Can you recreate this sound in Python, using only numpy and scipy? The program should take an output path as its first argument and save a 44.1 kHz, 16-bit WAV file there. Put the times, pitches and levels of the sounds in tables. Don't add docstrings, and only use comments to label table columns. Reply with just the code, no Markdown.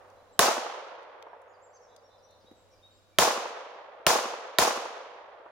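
import sys
import numpy as np
from scipy import signal
from scipy.fft import rfft, irfft, next_fast_len
from scipy.io import wavfile
from scipy.ndimage import uniform_filter1d

SR = 44100
rng = np.random.default_rng(int(sys.argv[2]) if len(sys.argv) > 2 else 0)


def dump_mix(stems):
    frames = np.atleast_2d(stems).T
    limited = np.clip(frames, -1, 1)
    pcm = np.round(limited * 32767).astype(np.int16)
    wavfile.write(sys.argv[1], SR, pcm)


N = 242978


def undb(db):
    return 10 ** (np.asarray(db) / 20)


def unit(x):
    return x / np.sqrt(np.mean(x ** 2))


def seconds(size):
    return np.arange(size) / SR


def lookup(points, hz):
    f, value = np.transpose(points)
    return np.interp(np.log(hz + 1), np.log(f), value)


def colour(x, points, power=1):
    size = next_fast_len(len(x), real=True)
    gain = undb(power * lookup(points, np.fft.rfftfreq(size, 1 / SR)))
    return irfft(rfft(x, size) * gain, size)[:len(x)]


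def add(out, x, at):
    i = int(round(at * SR))
    lo, hi = max(i, 0), min(i + x.shape[-1], out.shape[-1])
    if hi > lo:
        out[..., lo:hi] += x[..., lo - i:hi - i]


# f/Hz, side minus mid/dB
STEREO_WIDTH = [(60, 3), (200, -7), (600, -9), (1300, -4), (2400, -1), (5000, 0), (15000, 0)]
def diffuse_noise(size, points):
    hz = np.fft.rfftfreq(size, 1 / SR)
    mid, side = rfft(rng.standard_normal((2, size))) * undb(lookup(points, hz))
    width = undb(lookup(STEREO_WIDTH, hz))
    ports = np.array([mid + width * side, mid - width * side]) / np.hypot(1, width)
    return unit(irfft(ports, size))


def burst(points, decay_s):
    age = seconds(size=4096) / decay_s
    envelope = 2 * np.sqrt(age) * np.exp(-age)
    return unit(diffuse_noise(len(age), points) * envelope) * np.sqrt(np.mean(envelope ** 2))


# f/Hz, level/dB
AIR_SPECTRUM = [(25, 19), (60, 14), (150, -3), (320, -3.5), (700, -12), (1300, -11), (2000, -18),
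                (4000, -18), (7000, -23.5), (11000, -31), (16000, -33.5)]
def air_and_motor(air_db=-54.3, hum_hz=97, hum_db=-63.5, drift_hz=1.2):
    t = seconds(N)
    hz = hum_hz + drift_hz * np.interp(t, np.linspace(0, t[-1], 20), rng.standard_normal(20))
    hum = unit(np.sin(2 * np.pi * np.cumsum(hz) / SR))
    air = diffuse_noise(next_fast_len(N, real=True), AIR_SPECTRUM)[:, :N]
    return undb(air_db) * air + undb(hum_db) * hum


# f/Hz, level/dB
WOOD_SPECTRUM = [(40, -44), (130, -41), (250, -19), (350, -11), (500, 1), (700, -2.2), (1000, -2.5),
                 (1500, -7.5), (2100, -11.7), (3300, -11), (4300, -10.3), (6200, -7), (10000, -16.5),
                 (16000, -22)]
# f/Hz, loss/(dB per s)
FOLIAGE_LOSS = [(130, 30), (320, 14), (500, 7.2), (1000, 11.5), (2000, 14.5), (3500, 26), (6000, 52),
                (9000, 75), (15000, 108)]
def wood_scatter(size, depth_s=.06, spreading=1.2, build_s=.012, patchy_db=1.1):
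    t = seconds(size)
    clumps = unit(uniform_filter1d(rng.standard_normal(size), size=300))
    noise = diffuse_noise(size, WOOD_SPECTRUM) * undb(patchy_db * clumps)
    hz, age, frames = signal.stft(noise, SR, nperseg=512)
    loss_db = np.outer(lookup(FOLIAGE_LOSS, hz), age)
    dulled = signal.istft(frames * undb(-loss_db))[1][:, :size]
    return dulled * (1 - np.exp(-t / build_s)) / np.hypot(1, t / depth_s) ** spreading


# t/s, level/dB, f/Hz, decay/s
CLOSE_CLICKS = [(.101, -62, 5000, .002), (1.03, -56, 6000, .0015), (1.225, -33.5, 2900, .0012),
                (1.417, -57, 8000, .002), (1.963, -47, 5000, .002), (2.309, -63, 7000, .002),
                (2.442, -54, 300, .007), (2.511, -45, 280, .006)]
def clicks(skirt_db=-24):
    out = np.zeros((2, N))
    for at, db, hz, decay_s in CLOSE_CLICKS:
        resonance = [(hz / 4, skirt_db), (hz, 0), (hz * 4, skirt_db), (hz * 20, 2 * skirt_db)]
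        add(out, undb(db) * burst(resonance, decay_s), at)
    return out


def far_twitter(count=34, lowest_hz=3000, octaves=1.0, note_s=.06, db=-74):
    when, pitch, length = rng.random((count, 3)).T
    times = (np.arange(count) + when) / count * N / SR
    return [(at, note_s * (.5 + u), lowest_hz * 2 ** (octaves * p), db)
            for at, p, u in zip(times, pitch, length)]


def bird_note(length_s, top_hz, shape):
    *sag, rasp = shape
    progress = np.linspace(0, 1, int(length_s * SR))
    bend = 1 - np.polyval(np.polyfit([0, .5, 1], sag, 2), progress)
    tremble = unit(uniform_filter1d(rng.standard_normal(SR), size=60))[:len(progress)]
    hz = top_hz * bend * (1 + rasp * tremble)
    return np.sin(np.pi * progress) * np.sin(2 * np.pi * np.cumsum(hz) / SR)


# t/s, length/s, top f/Hz, level/dB
WHISTLE_NOTES = [(.322, .035, 7650, -66), (1.81, .065, 5600, -62), (2.028, .06, 5600, -63),
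                 (2.222, .06, 5830, -61), (2.455, .055, 3850, -60), (2.822, .06, 3770, -55)]
ARC_NOTES = [(.32, .045, 4000, -70), (1.47, .08, 6900, -68), (1.615, .065, 7500, -57),
             (1.728, .055, 6300, -54)]
SLUR_NOTES = [(1.525, .05, 5150, -64), (1.745, .05, 5200, -63), (1.97, .035, 5200, -65),
              (2.175, .03, 5400, -67), (2.4, .04, 5200, -68), (2.7, .06, 5900, -68)]
THIN_NOTES = [(2.54, .12, 7720, -74), (2.72, .05, 2380, -69), (2.89, .13, 7580, -73),
              (3.12, .05, 2360, -67)]
TWO_VOICE_NOTES = [(1.87, .11, 3900, -66), (2.08, .11, 4020, -65), (2.25, .14, 4050, -67)]
WHISTLE_BEND = (.045, .003, 0, .003)
ARC_BEND = (.14, 0, .17, .008)
SLUR_BEND = (0, .06, .16, .045)
THIN_BEND = (0, .012, .022, .003)
TWO_VOICE_BEND = (.04, 0, .04, .013)
def birds(wood_t60_s=1.0, wood_db=-2, lower_ratio=.905, lower_db=-1):
    lower_voice = [(at, length_s, hz * lower_ratio, db + lower_db)
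                   for at, length_s, hz, db in TWO_VOICE_NOTES]
    kinds = [(WHISTLE_NOTES, WHISTLE_BEND), (ARC_NOTES, ARC_BEND), (SLUR_NOTES, SLUR_BEND),
             (THIN_NOTES, THIN_BEND), (TWO_VOICE_NOTES + lower_voice + far_twitter(), TWO_VOICE_BEND)]
    song = np.zeros(N)
    for notes, shape in kinds:
        for at, length_s, top_hz, db in notes:
            add(song, undb(db) * bird_note(length_s, top_hz, shape), at)
    tail = rng.standard_normal((2, SR)) * undb(-60 * seconds(SR) / wood_t60_s)
    reverb = signal.fftconvolve(song[None], unit(tail) / np.sqrt(SR))[:, :N]
    return song + undb(wood_db) * reverb


# multiple of the boom pitch, level/dB, t60/s
BLAST_SWINGS = [(.3, -7, .035), (.6, -2, .026), (1.0, 0, .018), (1.5, 0, .022), (2.15, -2.5, .02)]
# f/Hz, level/dB
GAS_SPECTRUM = [(100, -14), (600, 0), (3500, -1), (7000, -1), (16000, -9)]
PUFF_SPECTRUM = [(15, -6), (40, 2), (120, -8), (300, -19), (1500, -50)]
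def blast(crack_db, crack_hz, boom_hz, front_db=13, crack_s=.0012, boom_db=8, lawn_db=-3):
    t = seconds(size=4096)
    out = -undb(front_db + crack_db) * np.sin(2 * np.pi * crack_hz * t) * np.exp(-t / crack_s)
    swing = sum(undb(boom_db + db - 60 * t / t60) * np.cos(2 * np.pi * multiple * boom_hz * t)
                for multiple, db, t60 in BLAST_SWINGS)
    add(out, swing, at=.0023)
    add(out, undb(lawn_db) * swing, at=.004)
    gas = undb(6) * burst(GAS_SPECTRUM, decay_s=.0011)
    spray = undb(-4.5) * burst(GAS_SPECTRUM, decay_s=.007)
    puff = undb(-11.5) * burst(PUFF_SPECTRUM, decay_s=.022)
    return out + gas + spray + puff


# delay/s, level/dB, bass/dB
BROAD_FACES = [(.036, 1.5, -4), (.048, -4, -12), (.065, -4.5, -14), (.089, -2.5, -4), (.118, -6, -16),
               (.175, -12, -14), (.187, -12, -4), (.2685, -14.5, -24), (.384, -24, -24), (.875, -30.5, -30),
               (.939, -29, -30)]
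# f/Hz, level/dB
ECHO_SPECTRUM = [(100, -38), (250, -13), (450, -3), (700, 0), (1100, -1), (1600, -11), (3000, -22),
                 (7000, -32), (16000, -50)]
def bank_and_trunks(size, smear_s=.0045, thump_hz=240, thump_s=.0035, thump_db=-9):
    out, t = np.zeros((2, size)), seconds(size=4096)
    thump = undb(thump_db) * np.sin(2 * np.pi * thump_hz * t) * t / thump_s * np.exp(1 - t / thump_s)
    for delay, db, bass_db in BROAD_FACES + lesser_trunks():
        dulled = [(hz, tone_db - delay * lookup(FOLIAGE_LOSS, hz)) for hz, tone_db in ECHO_SPECTRUM]
        add(out, undb(db) * (burst(dulled, smear_s) + undb(bass_db) * thump), delay)
    return out


def lesser_trunks(count=36, near_s=.07, far_s=1.0, near_db=-13.5, db_per_doubling=-6.7,
                  spread_db=2, bass_db=-18):
    place, strength = rng.random((count, 2)).T
    doublings = np.log2(far_s / near_s) * (np.arange(count) + place) / count
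    levels = near_db + db_per_doubling * doublings + spread_db * (2 * strength - 1)
    return [(delay, db, bass_db) for delay, db in zip(near_s * 2 ** doublings, levels)]


# t/s, crack level/dB, echo level/dB, crack f/Hz, boom f/Hz, aim/rad
PISTOL_SHOTS = [(-1.1, 0, -7, 3200, 600, .8), (.3921, -11, .7, 3500, 690, 1.2),
                (3.1862, -3, .7, 3200, 620, 0), (4.0662, -5.5, -.3, 2900, 620, .1),
                (4.5855, -1, -.6, 3800, 630, .2)]
def pistol(trunk_db=-1, scatter_db=-.9, sway_hz=5000):
    out, size = np.zeros((2, N)), 2 ** 17
    ahead, aside = (undb(trunk_db) * bank_and_trunks(size) + undb(scatter_db) * wood_scatter(size)
                    for _ in range(2))
    sway = np.arctan((np.fft.rfftfreq(size, 1 / SR) / sway_hz) ** 2)
    for at, crack_db, echo_db, crack_hz, boom_hz, aim in PISTOL_SHOTS:
        still_wood = np.cos(aim) * ahead + np.sin(aim) * aside
        leaves = undb(scatter_db) * wood_scatter(size)
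        echo = irfft(np.cos(sway) * rfft(still_wood) + np.sin(sway) * rfft(leaves))
        add(out, blast(crack_db, crack_hz, boom_hz), at)
        add(out, undb(echo_db) * echo, at)
    return out


def scene():
    return pistol() + birds() + clicks() + air_and_motor()


# f/Hz, left minus right/dB
PORT_BALANCE = [(100, -2), (250, 2), (500, 0), (1000, -2), (2000, -2), (4000, 0), (8000, 3.5), (13000, 4.5)]
def record(dry, overload_db=8, target_db=-8.5, release_db_per_s=7.5, attack_s=.0004, ceiling_db=-5.5,
           low_cut_hz=260, notch_hz=7900, top_hz=16200):
    x = undb(overload_db) * np.tanh(dry / undb(overload_db))
    peak_db = 20 * np.log10(np.abs(x).max(axis=0) + 1e-9)
    excess_db = np.maximum(peak_db - target_db, 0)
    recovery_db = release_db_per_s * seconds(N)
    held_db = np.maximum.accumulate(excess_db + recovery_db) - recovery_db
    pole = np.exp(-1 / (attack_s * SR))
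    duck_db = signal.lfilter([1 - pole], [1, -pole], held_db)
    x = x * undb(-duck_db)
    x = signal.lfilter(*signal.butter(1, low_cut_hz, "high", fs=SR), x)
    x = np.array([colour(x[0], PORT_BALANCE, power=.5), colour(x[1], PORT_BALANCE, power=-.5)])
    x = np.clip(x, -undb(ceiling_db), undb(ceiling_db))
    x = signal.lfilter(*signal.iirnotch(notch_hz, Q=25, fs=SR), x)
    return signal.sosfilt(signal.ellip(10, .2, 80, top_hz, fs=SR, output="sos"), x)


dry = scene()
out = record(dry)
dump_mix(out)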